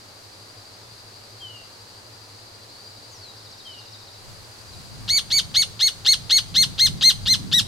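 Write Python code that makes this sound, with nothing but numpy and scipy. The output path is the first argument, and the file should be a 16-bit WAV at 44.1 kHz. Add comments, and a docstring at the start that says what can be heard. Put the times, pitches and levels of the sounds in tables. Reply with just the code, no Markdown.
"""Nightjar on the woodland floor

Close to the microphone, a nightjar on the leaf litter gives eleven quick, arching clucks: pulses of
its syrinx ringing in the throat. Before it, far birds whistle and trill. A cricket, an insect chorus
and a faint low drone carry on throughout, and in the second half a breeze rumbles on the microphone."""
import sys
import numpy as np
from scipy import signal
from scipy.fft import rfft, irfft, next_fast_len
from scipy.io import wavfile
from scipy.ndimage import map_coordinates

SR = 44100
rng = np.random.default_rng(int(sys.argv[2]) if len(sys.argv) > 2 else 0)


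def digitize_waveform(pressure):
    """Quantize a signal to 16-bit integers and store it at the path in sys.argv[1].

    Rows of a 2-D input are taken as channels; values are limited to [-1, 1].
    """
    field = np.atleast_2d(pressure).T
    bounded = np.clip(field, -1, 1)
    quanta = np.round(bounded * 32767).astype(np.int16)
    wavfile.write(sys.argv[1], SR, quanta)


N = 338247

# Reverberation among the trees. Each row: frequency in Hz, seconds to die away by 60 dB.
TREE_DECAY = [(300, 1), (4000, 0.45), (8000, 0.47), (15000, 0.53)]
# Diffuse sound at the microphone. Each row: frequency in Hz, left-right correlation.
DIFFUSE_LIKENESS = [(60, 0.26), (150, 0.57), (380, 0.63), (950, 0.085), (2380, -0.077), (5980, 0.27),
                    (15000, 0.26)]


def nightjar(notch_hz=4385, notch_width_hz=36, notch_depth=0.79):
    """Close by, clucks ring in the bird's throat; the leaf litter and the trees answer."""
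    # Each row: start, rise time and end in seconds, nominal top pitch in Hz, relative level in dB,
    # pitch drift across the cluck as a share, swell across it in dB.
    clucks = [(5.078, 0.015, 5.204, 2236, -14, 0.049, 4.5), (5.302, .015, 5.409, 2265, -12.5, -0.027, 6),
              (5.541, .018, 5.645, 2234, -12, -0.02, -5), (5.793, 0.019, 5.901, 2192, -13, 0.014, -0.5),
              (6.048, 0.021, 6.154, 2197, -11, -0.023, -2), (6.295, 0.017, 6.402, 2190, -11, 0, -2.5),
              (6.542, 0.019, 6.652, 2156, -11.5, 0.013, -0.5), (6.779, 0.018, 6.887, 2142, -12, .02, -3),
              (7.010, 0.02, 7.121, 2129, -10, -.015, -2.5), (7.256, 0.02, 7.360, 2103, -12.5, 0.021, 0.5),
              (7.515, 0.015, 7.616, 1945, -12, -0.11, -1.5)]
    # Resonance of the throat and open bill. Each row: frequency in Hz, gain in dB.
    throat = [(500, -14), (1200, -15.5), (1700, -16.5), (2200, -17.5), (2550, -12.5), (3100, -0.5),
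              (3550, -1.5), (4200, 1), (4550, -1.2), (4900, -8), (5400, -14.5), (6500, -13), (7400, -23),
              (8700, -22.5), (10500, -33.5), (13000, -30.5), (15000, -33.5), (16000, -63)]
    # Echo off the leaf litter. Each row: frequency in Hz, seconds to die away by 60 dB.
    litter_decay = [(300, 0.27), (4000, 0.088), (8000, 0.13), (15000, 0.12)]
    # Dry leaves throw back the short waves best. Each row: frequency in Hz, gain in dB.
    leaf_echo = [(2000, -8.5), (3200, -4), (3900, -6), (4400, -10), (5400, 1.5), (6500, -5.5),
                 (10000, 5), (14000, -9)]
    # The microphone's two ports. Each row: frequency in Hz, left minus right in dB.
    balance = [(2000, 1), (3600, 3.5), (4000, -1), (4230, 1.5), (4450, 2), (6500, 1), (8700, -4.5),
               (14000, -4.5)]
    # Each row: frequency in Hz, radians by which the left port leads.
    lead = [(1000, 0.27), (2150, 0.39), (4400, -0.35), (6500, -0.45), (8800, -1.2), (12000, -0.026)]

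    def direct_path(hz):
        """The strongest partial dips as it glides through a narrow notch; each port hears its share."""
        damping = 1j * hz * notch_width_hz
        notch = 1 - notch_depth * damping / (notch_hz ** 2 - hz ** 2 + damping)
        sides = np.array([[0.5], [-0.5]])
        return notch * amp(sides * along(balance, hz)) * np.exp(1j * sides * along(lead, hz))

    syrinx = np.zeros(N)
    for start_s, rise_s, end_s, top_hz, db, drift, swell_db in clucks:
        add(syrinx, start_s, amp(db) * cluck(end_s - start_s, rise_s, top_hz, drift, swell_db))
    voice = resonate(syrinx, throat)
    thrown = filtered(voice, lambda hz: amp(along(leaf_echo, hz)))
    litter = scatter(thrown, litter_decay, delay_s=0.000989)
    trees = amp(-14.5) * scatter(thrown, TREE_DECAY, delay_s=0.018)
    return filtered(voice, direct_path) + litter + trees


def cluck(length_s, rise_s, top_hz, drift, swell_db, tilt_db=1.46, jitter=0.064, shimmer_db=5, rasp=0.3):
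    """Syrinx pulses speed up from clicks into a clean tone, then slow down and roughen."""
    t = np.arange(int(length_s * SR)) / SR
    share, effort_db, rough, treble_db = syrinx_tension(t, rise_s)
    place = t / length_s - 0.5
    sag = 0.03 * (2 * place) ** 2  # the crest is a shallow dome
    pitch = top_hz * share * (1 + drift * place - sag + jitter * rough * wobble(700.6, len(t)))
    phase = 2 * np.pi * (np.cumsum(pitch) / SR - pitch[0] * 0.001)
    harmonic = np.arange(1, 33)[:, None]
    octaves = np.log2(harmonic * pitch / (2 * top_hz))
    partials = (harmonic * pitch < SR / 2) * amp(tilt_db * octaves + treble_db * np.maximum(octaves, 0))
    partials[2:8] *= amp([wobble(119.6, len(t)) for _ in range(6)])  # six overtones waver separately
    pulses = (partials * np.cos(harmonic * phase)).sum(axis=0)
    air_band = signal.butter(2, [3800, 8500], "bandpass", fs=SR)
    air = unit(signal.lfilter(*air_band, rng.standard_normal(len(t))))
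    hiss = rasp * np.sqrt(rough) * share * (1 + np.cos(phase)) * air  # air escapes once a cycle
    waver_db = shimmer_db * rough * wobble(900, len(t)) + 0.6 * wobble(88.4, len(t))
    release = np.minimum((length_s - t) / 0.0014, 1)
    return share * amp(effort_db + swell_db * place + waver_db) * release * (pulses + hiss)


def syrinx_tension(t, rise_s, fall_s=0.026, fall_per_s=23, knee_s=0.00302, click_part=0.5):
    """Tension sets share of top pitch, effort, roughness and treble: slow clicks, a leap, a fall."""
    left_s = t[-1] - t
    rise_slack = np.minimum(0.22 * np.exp(1.9 * (1 - t / rise_s)), 0.9)
    fall_slack = fall_per_s * knee_s * np.logaddexp(0, (fall_s - left_s) / knee_s)  # a ramp, eased in
    slack = np.clip(rise_slack + fall_slack, 0, 0.9)
    voiced = np.clip((t / rise_s - click_part) / 0.12 + 0.5, 0, 1)  # clicks give way to tone mid-rise
    share = voiced * (1 - slack) + (1 - voiced) * 0.13
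    click_db = np.interp(t / rise_s, [0, click_part], [-9, 1])
    effort_db = -31.5 * voiced * slack ** 2 + (1 - voiced) * click_db
    rough = 0.07 + 0.53 * np.tanh(slack / 0.34)  # clean on the crest, rough at the foot
    # Slack pulses close softly and are dull; those at the downturn snap shut and are bright.
    snap_db = 5 * np.exp(-((left_s - fall_s + knee_s) / 0.016) ** 2)
    treble_db = snap_db - 13.5 * rise_slack - 25 * fall_slack  # per octave
    return share, effort_db, rough, treble_db


def far_birds():
    """Slurred whistles and a trill, blurred by the wood; the trill comes from deeper in the trees."""
    # One bird's falling whistles. Each row: start and length in seconds, relative level and fade in dB.
    whistles = [(1.401, .265, -32.5, 21.5), (3.648, .235, -32.5, 26.5)]
    # Other birds' slurred notes. Each row: start and length in seconds, first and last pitch in Hz,
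    # relative level and swell in dB.
    slurs = [(.81, 0.079, 3660, 3505, -54, -3), (2.67, 0.24, 3820, 4830, -52, 8),
             (3.102, .225, 7780, 3750, -49, 7), (4.716, .043, 4600, 3850, -43.5, 4)]
    song = np.zeros(N)
    for start_s, length_s, db, fade_db in whistles:
        add(song, start_s, amp(db) * slur(length_s, 3260, 2720, bend=1.7, fade_db=fade_db))
    for start_s, length_s, from_hz, to_hz, db, swell_db in slurs:
        add(song, start_s, amp(db) * slur(length_s, from_hz, to_hz, bend=2.6, fade_db=-swell_db))
    trill = sparrow_trill()
    trees = scatter(amp(-6) * song + amp(-2) * trill, TREE_DECAY, delay_s=0.0071)
    return (song + trill) * amp([[1], [-3]]) + trees


def sparrow_trill(start_s=3.374, step_s=0.0682, count=12):
    """A far sparrow's even run of falling notes, softer at both ends; no two are quite as loud."""
    notes = np.zeros(N)
    for i, place in enumerate(np.linspace(-1, 1, count)):
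        db = -44.5 - 3 * place ** 6 + rng.standard_normal()
        note = slur(0.04, 6000, 3600, bend=2.3, fade_db=2.5, edge_s=0.004)
        add(notes, start_s + i * step_s, amp(db) * note)
    return notes


def slur(length_s, from_hz, to_hz, bend, fade_db, edge_s=0.026):
    """A pure whistle that glides and levels off."""
    t = np.arange(int(length_s * SR)) / SR
    glide = np.expm1(-bend * t / length_s) / np.expm1(-bend)
    phase = 2 * np.pi * np.cumsum(from_hz + (to_hz - from_hz) * glide) / SR
    gate = np.clip(np.minimum(t, length_s - t) / edge_s, 0, 1)
    return gate * amp(-fade_db * t / length_s + 1.7 * wobble(37, len(t))) * np.sin(phase)


def breeze(middling_db=-42, eddy_db=1.8, eddies_per_s=12):
    """Eddies buffet the two microphone ports unequally, and the grass hisses faintly."""
    # Each row: time in seconds, strength of the breeze in dB.
    gusts = [(4.15, -55), (4.3, -45.5), (4.55, -62), (4.78, -41.5), (4.9, -47), (5.04, -39), (5.26, -46),
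             (5.38, -40), (5.55, -45), (6.1, -48), (6.22, -41), (6.36, -48.5), (6.58, -36), (6.76, -41),
             (6.88, -35), (7.05, -39), (7.3, -36), (7.6, -36.7)]
    # Spectra of the three layers. Each row: frequency in Hz, relative level in dB.
    rumble_colour = [(20, -19), (40, -8.5), (70, -11), (100, -1.5), (130, -10), (180, -31), (600, -100)]
    flutter_colour = [(80, -30), (135, 2), (190, 0), (280, -11), (450, -24), (2000, -79)]
    grass_colour = [(300, -1), (800, 5), (2500, 0.5), (7000, 0.5), (10000, -3.5), (15000, -15)]
    t = np.arange(N) / SR
    gust_db = np.interp(t, *np.transpose(gusts)) - middling_db
    arrival = np.clip((t - 4.1) / 0.19, 0, 1)
    # A stronger breeze sheds smaller, faster eddies, so the flutter grows more than the rumble.
    rumble_db = -42 + 0.94 * gust_db + eddy_db * wobble(eddies_per_s)
    rumble = amp(rumble_db) * rush(rumble_colour, likeness=[(100, 0.14)])
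    flutter_db = -45 + 1.49 * gust_db + eddy_db * wobble(eddies_per_s)
    flutter = amp(flutter_db) * rush(flutter_colour, likeness=[(200, 0.032)])
    grass = amp(-51 + 0.15 * gust_db + 0.92 * wobble(16)) * rush(grass_colour, DIFFUSE_LIKENESS)
    return arrival * (rumble + flutter + grass)


def cricket(strokes_per_s=12.18, first_s=0.012, pitch_hz=4750, sweep_hz=330):
    """A cricket off to the left: each wing stroke is a short, slightly rising tone."""
    stroke = ((np.arange(N) / SR - first_s) * strokes_per_s + 0.5) % 1 - 0.5
    phase = 2 * np.pi * np.cumsum(pitch_hz + sweep_hz * stroke + 14 * wobble(150)) / SR
    envelope = np.exp(-(stroke / 0.25) ** 2) * amp(1.2 * wobble(5))
    chirp = envelope * (np.sin(phase) + amp(-23) * np.sin(2 * phase))
    return chirp * amp([[-45], [-55]]) + amp(-60) * scatter(chirp, TREE_DECAY, delay_s=0.0086)


def wood_ambience():
    """Soft air all round the microphone, a chorus of far insects and a distant low drone."""
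    # Spectra of the three layers. Each row: frequency in Hz, relative level in dB.
    air_colour = [(25, -2), (70, -1.5), (160, -1), (250, -1.5), (450, 1.5), (1000, -0.5), (2000, -6),
                  (3200, -8), (6000, -8), (8000, -11), (11000, -16), (13000, -19.5), (16000, -28)]
    chorus_colour = [(3000, -34), (3600, -13), (3950, -3), (4600, 1), (5000, -4), (5500, -14), (7000, -35)]
    drone_colour = [(60, -43.5), (88, -10.5), (108, 1.5), (118, -2), (132, -53), (200, -60), (500, -120)]
    air = amp(-47.5 + 0.071 * wobble(3.5)) * rush(air_colour, DIFFUSE_LIKENESS)
    chorus = amp(-50 + 0.46 * wobble(1.7) + 0.86 * wobble(25)) * rush(chorus_colour, DIFFUSE_LIKENESS)
    drone = amp(-54 + 0.46 * wobble(2.86)) * rush(drone_colour, likeness=[(100, 1)])
    return air + chorus * amp([[1], [-1]]) + drone


def scatter(x, decay, delay_s):
    """Diffuse stereo echo; each frequency dies at its own speed."""
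    hz, t, noise = signal.stft(rng.standard_normal((2, SR // 2)), SR, nperseg=128)
    tail = signal.istft(noise * amp(-60 * t / along(decay, hz)[:, None]), SR, nperseg=128)[1]
    delayed = np.pad(x, (round(delay_s * SR), 0))
    return signal.fftconvolve(delayed[None], tail / np.linalg.norm(tail[0]), axes=1)[:, :N]


def rush(colour, likeness):
    """Stereo noise of rms 1 with a given colour and left-right correlation."""
    def mid_side_gains(hz):
        angle = np.arccos(np.clip(along(likeness, hz), -1, 1)) / 2
        return amp(along(colour, hz)) * [np.cos(angle), np.sin(angle)]

    mid, side = filtered(rng.standard_normal((2, N)), mid_side_gains)
    return unit(np.array([mid + side, mid - side]))


def resonate(x, colour, size=2048):
    """Causal filter with the given (Hz, dB) colour."""
    cepstrum = irfft(np.log(amp(along(colour, np.fft.rfftfreq(size, 1 / SR)))))
    cepstrum[1:size // 2] *= 2
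    cepstrum[size // 2 + 1:] = 0
    return signal.fftconvolve(x, irfft(np.exp(rfft(cepstrum))))[:N]


def filtered(x, response):
    """Multiply the spectrum of x by a function of frequency."""
    size = next_fast_len(N + SR // 2)
    return irfft(rfft(x, size) * response(np.fft.rfftfreq(size, 1 / SR)), size)[..., :N]


def wobble(rate, size=N):
    """A smooth random curve, rate knots a second."""
    knots = rng.standard_normal(int(size * rate / SR) + 4)
    return map_coordinates(knots, [np.arange(size) * rate / SR])


def along(points, hz):
    """Read (Hz, value) points on a log frequency axis."""
    point_hz, values = np.transpose(points)
    return np.interp(np.log(hz + 1), np.log(point_hz), values)


def add(track, start_s, sound):
    """Mix a sound into a track."""
    part = track[round(start_s * SR):][:len(sound)]
    part += sound[:len(part)]


def amp(db):
    """Decibels to gain."""
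    return 10 ** (np.asarray(db) / 20)


def unit(x):
    """Scale to rms 1."""
    return x / np.sqrt(np.mean(x ** 2) + 1e-20)


def scene():
    """All sources at the microphone."""
    return nightjar() + far_birds() + cricket() + wood_ambience() + breeze()


def record(dry):
    """The recorder keeps nothing above its band limit."""
    return filtered(dry, lambda hz: hz < 15850)


dry = scene()
out = record(dry)
digitize_waveform(out)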